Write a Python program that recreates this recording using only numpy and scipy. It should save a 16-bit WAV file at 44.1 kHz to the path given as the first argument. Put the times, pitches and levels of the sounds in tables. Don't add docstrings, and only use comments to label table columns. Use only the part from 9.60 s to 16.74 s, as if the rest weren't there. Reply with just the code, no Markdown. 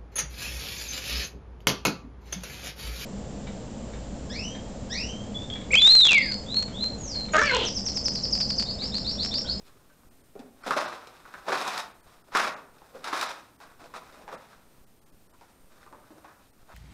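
import sys
import numpy as np
from scipy import signal
from scipy.fft import rfft, irfft
from scipy.io import wavfile
from scipy.ndimage import uniform_filter1d, map_coordinates

SR = 44100
rng = np.random.default_rng(int(sys.argv[2]) if len(sys.argv) > 2 else 0)


def gain_from_db(level_db):
    decades = np.asarray(level_db, float) / 20
    return 10 ** decades


def wrap_up_sound(samples):
    columns = np.atleast_2d(samples).T
    tamed = np.clip(columns, -1, 1)
    steps = np.round(tamed * 32767).astype(np.int16)
    wavfile.write(sys.argv[1], SR, steps)


N = 314874


def along(points, hz):
    f, v = np.transpose(points)
    return np.interp(np.log(hz + 1), np.log(f + 1), v)


def unit(x):
    return x / np.sqrt(np.mean(x ** 2, axis=-1, keepdims=True) + 1e-20)


def wobble(rate):
    knots = rng.standard_normal(int(N * rate / SR) + 4)
    return map_coordinates(knots, [np.arange(N) * rate / SR])


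def causal(gain):
    cepstrum = irfft(np.log(gain + 1e-5))
    half = cepstrum.shape[-1] // 2
    cepstrum[..., 1:half] *= 2
    cepstrum[..., half + 1:] = 0
    return irfft(np.exp(rfft(cepstrum)))[..., :half]


# time in seconds, how long before it the offset dips in seconds.
RESETS = [
    (.0304, .0304),
    (.4714, .0219),
    (5.2146, .0314),
    (5.5464, .02),
    (6.0448, .0404),
    (7.031, .0359),
]
# seconds after it, size in thousandths of full scale.
RESET_STEPS = [
    (0, 3.8),
    (.066, 1.07),
    (.167, -1.5),
    (.225, -1.2),
]
# size in thousandths of full scale, list of times in seconds.
GAIN_STEPS = [
    (-1.35, [.9478, 1.6398, 2.3846, 2.4614, 2.5657, 3.098, 3.2147, 4.1181, 4.1566, 4.3207, 4.4923, 4.6415, 4.9632, 5.054, 6.4144, 6.8295, 6.8998]),
    (1.4, [1.6647, 2.4774, 3.2307, 3.3569, 4.0533, 4.2005, 4.2364, 4.3486, 6.3471, 6.8514]),
    (2.6, [.7668, 1.0416, 2.7288, 4.6564]),
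]


def offset_jumps():
    dip = -2.2
    steps = []
    for s, lead in RESETS:
        steps += [(s + after, size) for after, size in [(-lead, dip), *RESET_STEPS]]
    for size, times in GAIN_STEPS:
        steps += [(s, size) for s in times]
    jumps = np.zeros(N + SR)
    for s, size in steps:
        jumps[round(abs(s) * SR)] = size / 1000
    return jumps[:N]


# frequency in Hz, density in dB per Hz.
HISS = [(18, -19), (30, -12), (53, -13), (238, -14), (1490, -30.5), (6650, -35.5), (8870, -35), (9600, -36),
        (14200, -33), (15800, -42)]
# frequency in Hz, level in dB rms.
WHINE = [(8559, -101), (8624, -88.5), (8694, -83)]


def preamp():
    hz, t = np.fft.rfftfreq(N, 1 / SR), np.arange(N) / SR
    hiss = unit(irfft(rfft(rng.standard_normal(N)) * gain_from_db(along(HISS, hz)), N))
    hiss = hiss * gain_from_db(0.8 * wobble(6)) * gain_from_db(-62)
    whine = np.zeros(N)
    for f, db in WHINE:
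        level = gain_from_db(db + 5.5 + 2.4 * wobble(8))
        whine += level * np.sin(2 * np.pi * f * t + 0.56 * wobble(43))
    leak = np.exp(-t[:SR] / 0.08) * (1 - np.exp(-t[:SR] / 0.00011))
    return hiss + whine + signal.fftconvolve(offset_jumps(), leak)[:N]


# frequency in Hz, time to fall 60 dB in seconds.
WALLS = [(150, 1), (500, 0.68), (1300, 0.55), (4000, 0.36), (12000, 0.37)]


def walls(x, wet_db, gap=0.004, block=SR // 4):
    pieces = np.pad(x, (0, -N % block)).reshape(-1, block)
    hz, t, z = signal.stft(rng.standard_normal((len(pieces), SR)), SR, nperseg=256)
    decay = gain_from_db(-60 * t / along(WALLS, hz)[:, None])
    tails = signal.istft(z * decay, SR, nperseg=256)[1]
    tails = tails / np.linalg.norm(tails, axis=1, keepdims=True)
    answers = signal.fftconvolve(pieces, tails, axes=1)
    wet = np.zeros(N + 3 * SR)
    for k, answer in enumerate(answers):
        wet[k * block + round(gap * SR):][:len(answer)] += answer
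    return gain_from_db(wet_db) * wet[:N]


# frequency in Hz, density in dB per Hz.
RUBBLE = [(59, -71), (100, -22.5), (173, -17), (276, -13.5), (380, -11.5), (580, -5.5), (780, -5),
          (1270, -6), (2900, -10), (5250, -8), (6770, -12.5), (11300, -22), (13100, -37), (14800, -23),
          (15800, -43.5)]
# frequency in Hz, width in Hz, lift in dB.
HOUSING = [(1292, 820, 7), (2525, 450, 6), (3745, 870, 7), (5260, 550, 2), (11800, 730, 4)]
VOICE_EDGES_HZ = [700, 1950, 7000]


def voices():
    slab_hz = 476
    hz = np.fft.rfftfreq(4096, 1 / SR)
    above = [1 / (1 + (edge / (hz + 1)) ** 9) for edge in VOICE_EDGES_HZ]
    shares = np.array([1 - above[0], above[0] - above[1], above[1] - above[2], above[2]])
    shares[0] /= 1 + (hz / slab_hz) ** 4
    lift_db = sum(db / (1 + (2 * (hz - centre) / width) ** 2) for centre, width, db in HOUSING)
    ring = causal(gain_from_db(along(RUBBLE, hz) + lift_db) * np.sqrt(np.abs(shares)))
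    return ring / np.linalg.norm(ring, axis=1, keepdims=True)


def cracks(size, per_s, spread_db):
    chance, sign = rng.random(size), rng.standard_normal(size)
    big = np.minimum(rng.exponential(size=size), 3)
    return (chance < per_s / SR) * np.sign(sign) * gain_from_db(spread_db * big)


def pressure(rows, colour_db, t):
    build_up_db = 15.5
    power = np.zeros(len(t))
    for s, db, build, hold, fade in rows:
        start = max(round((s - 2 * abs(build)) * SR), 0)
        near = slice(start, round((s + abs(hold) + abs(fade)) * SR))
        early = np.maximum(s - t[near], 0)
        late = np.maximum(t[near] - s - abs(hold), 0)
        level_db = db - build_up_db * early / max(build, 0.002) - 60 * late / max(fade, 0.02)
        power[near] += gain_from_db(level_db) ** 2
    return gain_from_db(colour_db)[:, None] ** 2 * power


# thud, body, grit and dust in dB
SHUFFLES = [(0.01, -60, .01, 0.23, 1.3), (1.0, -57.5, .1, .03, .2), (1.45, -51, .05, 0.16, .5),
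            (1.74, -44.5, 0.049, 0.062, 0.4), (2.25, -59, 0.027, 0.06, 1.5),
            (2.48, -47.5, 0.041, 0.0062, 0.7), (3.2, -55.5, 0.29, 0.25, -3), (3.43, -46, 0.19, .01, -1.5),
            (4.003, -45.5, 0.0072, 0.025, 0.44), (4.192, -47, 0.0054, 0.062, 0.33),
            (4.34, -41, 0.0046, 0.038, 0.14), (4.615, -46, 0.41, 0.0046, .22),
            (4.78, -50.5, .03, 0.14, 0.5), (5.724, -57, .015, 0.021, -0.6), (5.81, -62, .006, .03, 5),
            (6.106, -54, 0.023, 0.17, .1), (6.36, -58.5, .02, 0.12, 2.5), (6.5, -61, .02, .12, -0.5),
            (0.76, -63, .006, .06, 3), (3.22, -73, 0.0052, .03, 3), (1.655, -48.5, .005, 0.053, 0),
            (6.68, -60, .03, .015, 0.5), (7.12, -53, .2, .05, .3)]
SHUFFLE_DB = [-6, 0.5, -5, -12]
PATS = [
    (4.003, -43.5, .004, .02, .5),
    (4.679, -35.5, 0.0035, .04, .3),
    (6.328, -50, .004, .02, .7),
    (6.645, -44, .004, .02, .6),
    (7.088, -47.5, .004, .05, .3),
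    (2.78, -30, .02, .08, .45),
]
PAT_DB = [-19, -1.5, -14, -32]
SCUFFS = [(0.01, -55.5, 0.011, 0.069, -0.3), (1.064, -38.5, .003, 0.0089, 0.5), (1.95, -37, .05, 0.13, 0.5),
          (2.178, -34.5, .004, 0.021, 0.14), (2.47, -59, .005, 0.036, 2), (3.54, -35, 0.011, 0.089, 0.47),
          (4.72, -48.5, .03, 0.027, -0.2), (4.85, -60, .02, 0.12, -0.2), (5.76, -62, .03, 0.1, .3),
          (6.232, -56, .004, 0.022, -0.1), (6.83, -58, .03, 0.064, 0)]
SCUFF_DB = [-25, -12, 0, -7]
HEELS = [
    (0.758, -45.5, .006, .06, 0.3),
    (1.066, -32.5, 0.0077, 0.013, 0.6),
    (1.885, -30.5, 0.022, 0.038, 0.49),
    (3.35, -46, .006, .03, -0.7),
    (4.57, -47.5, 0.014, .05, 0.8),
    (2.68, -51, 0.017, .04, 3),
    (4.725, -38.5, 0.065, 0.015, 0.1),
    (6.32, -49, 0.032, 0.025, 0.5),
    (6.506, -51, 0.0044, .02, .5),
]
HEEL_DB = [2, -10.5, -29.5, -23]
TREADS = [
    (1.066, -40, .008, 0.11, 0.1),
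    (1.04, -44.5, 0.041, 0.024, -3),
    (1.2, -30, 0.036, .001, 0.82),
    (1.884, -30, 0.029, 0.32, -0.07),
    (2.75, -28, 0.029, 0.12, 0.26),
    (3.446, -32, 0.013, 0.031, 0.29),
    (3.535, -29.5, 0.025, 0.072, 0.61),
    (3.7, -32.5, 0.039, 0.014, -0.7),
    (4.7, -52.5, .02, 0.03, 2.2),
]
TREAD_DB = [-13, 0, -5.5, -16]
CRUSH_DB = [-20, -1, -9.5, -21]
# thud, body, grit and dust [dB].
SETTLING_DB = [-69, -65, -69.5, -67.5]


def grind():
    t = np.arange(N) / SR - 0.003
    rise_s, hold_s, fade_s = 0.004, 0.0071, 0.21
    crush = [(s, db + crush_db, rise_s, hold_s, fade_s) for s, db, _, _, crush_db in SNAPS]
    kinds = [(TREADS, TREAD_DB), (SHUFFLES, SHUFFLE_DB), (HEELS, HEEL_DB), (crush, CRUSH_DB),
             (SCUFFS, SCUFF_DB), (PATS, PAT_DB)]
    power = sum(pressure(rows, colour_db, t) for rows, colour_db in kinds)
    power = power + gain_from_db(SETTLING_DB)[:, None] ** 2
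    clumps_db = 1.77 * wobble(60) + 1.1 * wobble(25)
    weight = np.sqrt(power) * gain_from_db(clumps_db - 7.0)
    return weight * unit(cracks(N, per_s=2600, spread_db=1.0))


# start in seconds, knock peak in dB,
# knock pitch in Hz, grit in dB over the knock.
CHIPS = [(0.154, -51, 398, -11), (0.3, -49, 1417, -16), (0.434, -46.5, 1190, -16), (0.754, -32.5, 408, -19),
         (0.793, -32, 259, -5), (1.472, -42.5, 450, 12.5), (1.568, -46, 780, 8), (1.654, -34, 1320, -32),
         (1.708, -43, 1400, -28), (1.74, -27, 1450, -19), (2.466, -47, 700, -7), (2.579, -47, 875, -10),
         (2.669, -49, 333, -19), (3.184, -53, 1600, 10), (3.218, -35.5, 860, -29), (3.33, -46, 530, -23),
         (3.348, -35.5, 467, -27), (4.003, -36.5, 910, -6), (4.215, -41, 346, -16), (4.241, -42, 614, 3),
         (4.525, -47, 540, 6), (4.931, -40.5, 1440, -7), (5.739, -44, 1070, -19), (6.23, -40, 1690, -8),
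         (6.264, -37.5, 1090, -20), (6.327, -33.5, 960, -32), (6.434, -46, 1320, -11),
         (6.505, -38.5, 314, -24), (7.092, -43, 640, -25)]
# start in seconds, knock peak in dB, knock pitch in Hz,
# grit in dB over the knock, crush of the remains in dB over the knock.
SNAPS = [(1.036, -32, 1370, 1.5, -10), (1.064, -22, 840, -11, -7), (1.108, -11, 1230, -19, -9),
         (1.166, -17, 596, -8, 0), (1.326, -26.5, 1300, -19, -7.5), (1.88, -27, 610, -25, 1),
         (1.92, -17.5, 1650, -27, 3), (2.011, -30, 656, -15, 1), (2.058, -26, 1030, -8, -11),
         (2.078, -27, 764, 11, -3), (2.178, -25.5, 870, 7.5, -3), (2.191, -50, 1240, -7, -3),
         (2.721, -34.5, 1330, -23, 1), (2.75, -11.5, 1230, -21, -6), (2.772, -12.5, 1230, 0.5, -10),
         (3.443, -30, 1260, 8.5, -3), (3.529, -16.5, 1040, -28, -4), (3.612, -31, 1200, 15, 2.5),
         (4.193, -52, 654, 2, -21), (4.339, -29.5, 1100, -15.5, -7), (4.679, -26.5, 865, -35, -25),
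         (4.708, -35.5, 880, -26, -17), (5.811, -39.5, 853, -6, -10), (6.645, -34, 865, -28, -22)]
# thud, body, grit and dust [dB over the knock].
FIRST_CRACK_DB = [-20, -1, -6.5, -13]


def snaps(fine_db, knock_db, turns):
    snap_crumble_s, chip_crumble_s = 0.012, 0.013
    dust_db, dust_follows = -14.5, 0.95
    hard_hz, damped_hz = 910, 400
    force, knocks = np.zeros((4, N + SR)), np.zeros(N + SR)
    t = np.arange(SR // 8) / SR
    breaks = [(*row[:4], snap_crumble_s) for row in SNAPS]
    breaks += [(*row, chip_crumble_s) for row in CHIPS]
    for s, db, hz, grit_db, crumble in breaks:
        at = round(s * SR)
        shed = 0.45 * cracks(len(t), per_s=900, spread_db=3.0) * np.exp(-t / max(crumble, 0.001))
        shed[0] = 1
        onset = 1 - np.exp(-3 * t * hz)
        ring = np.sin(2 * np.pi * hz * t) * np.exp(-t * max(hz, damped_hz) / turns) * onset
        knock = signal.fftconvolve(shed, ring)[:len(t)]
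        knocks[at:][:len(t)] += gain_from_db(db + knock_db) * knock / np.abs(knock).max()
        voice_db = np.array([0, 0, grit_db, dust_db + dust_follows * grit_db])
        force[:, at:][:, :len(t)] += gain_from_db(db + voice_db + fine_db)[:, None] * shed
        force[:, at] += gain_from_db(db + np.array(FIRST_CRACK_DB)) * min(hz / hard_hz, 1) ** 2
    return force[:, :N], knocks[:N]


def scene():
    force, knocks = snaps(fine_db=np.array([-2.5, -5.5, 4, 9.5]), knock_db=-2.5, turns=1.6)
    rubble = signal.fftconvolve(force + grind(), voices(), axes=1)[:, :N].sum(axis=0)
    steps = knocks + rubble
    return (steps + walls(steps, wet_db=-7.0))[None]


def suppressed(x, knee_db, slope):
    power = np.abs(uniform_filter1d(x ** 2, SR // 40))
    return x * (power / (power + gain_from_db(2 * knee_db))) ** slope


# time in seconds, lowest frequency lost in Hz.
DROPOUTS = [(.4992, 1700), (.6284, 2300), (1.0347, 2500), (1.2684, 6000), (2.3336, 5000), (2.4207, 2500),
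            (2.6326, 1900), (2.9547, 3000), (3.6789, 6000), (3.9779, 2000), (4.7673, 3000), (5.2579, 2000),
            (5.4059, 1400), (5.4494, 1400), (5.5133, 1700), (5.6845, 2000), (5.7252, 1900), (6.921, 1500)]


def treble_dropouts(x, kept=0.2, left_db=-20):
    hz, t, z = signal.stft(x, SR, nperseg=512, noverlap=448)
    gain = np.ones(z.shape[1:])
    for s, low_hz in DROPOUTS:
        lost = np.repeat(rng.random(129) > kept, 2)[:len(hz)]
        lost = lost & (hz > low_hz) & (abs(hz - WHINE[1][0]) > 150)
        gain[np.ix_(lost, abs(t - s) < 0.009)] = gain_from_db(left_db)
    return signal.istft(z * gain, SR, nperseg=512, noverlap=448)[1][:, :N]


def band_limit(x):
    return signal.sosfilt(signal.butter(12, 16290, fs=SR, output="sos"), x)


def record(dry):
    port_hz, top_hz = 150, 15750
    port = signal.butter(3, port_hz, "highpass", fs=SR, output="sos")
    inside = suppressed(signal.sosfilt(port, dry), knee_db=-34, slope=0.091)
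    inside = inside / (1 + np.abs(inside / 0.3) ** 4) ** (1 / 4)
    in_band = np.fft.rfftfreq(N, 1 / SR) < top_hz
    limited = irfft(rfft(inside + preamp()) * in_band, N)
    mix = treble_dropouts(limited)
    return band_limit(mix)


dry = scene()
out = record(dry)
wrap_up_sound(out)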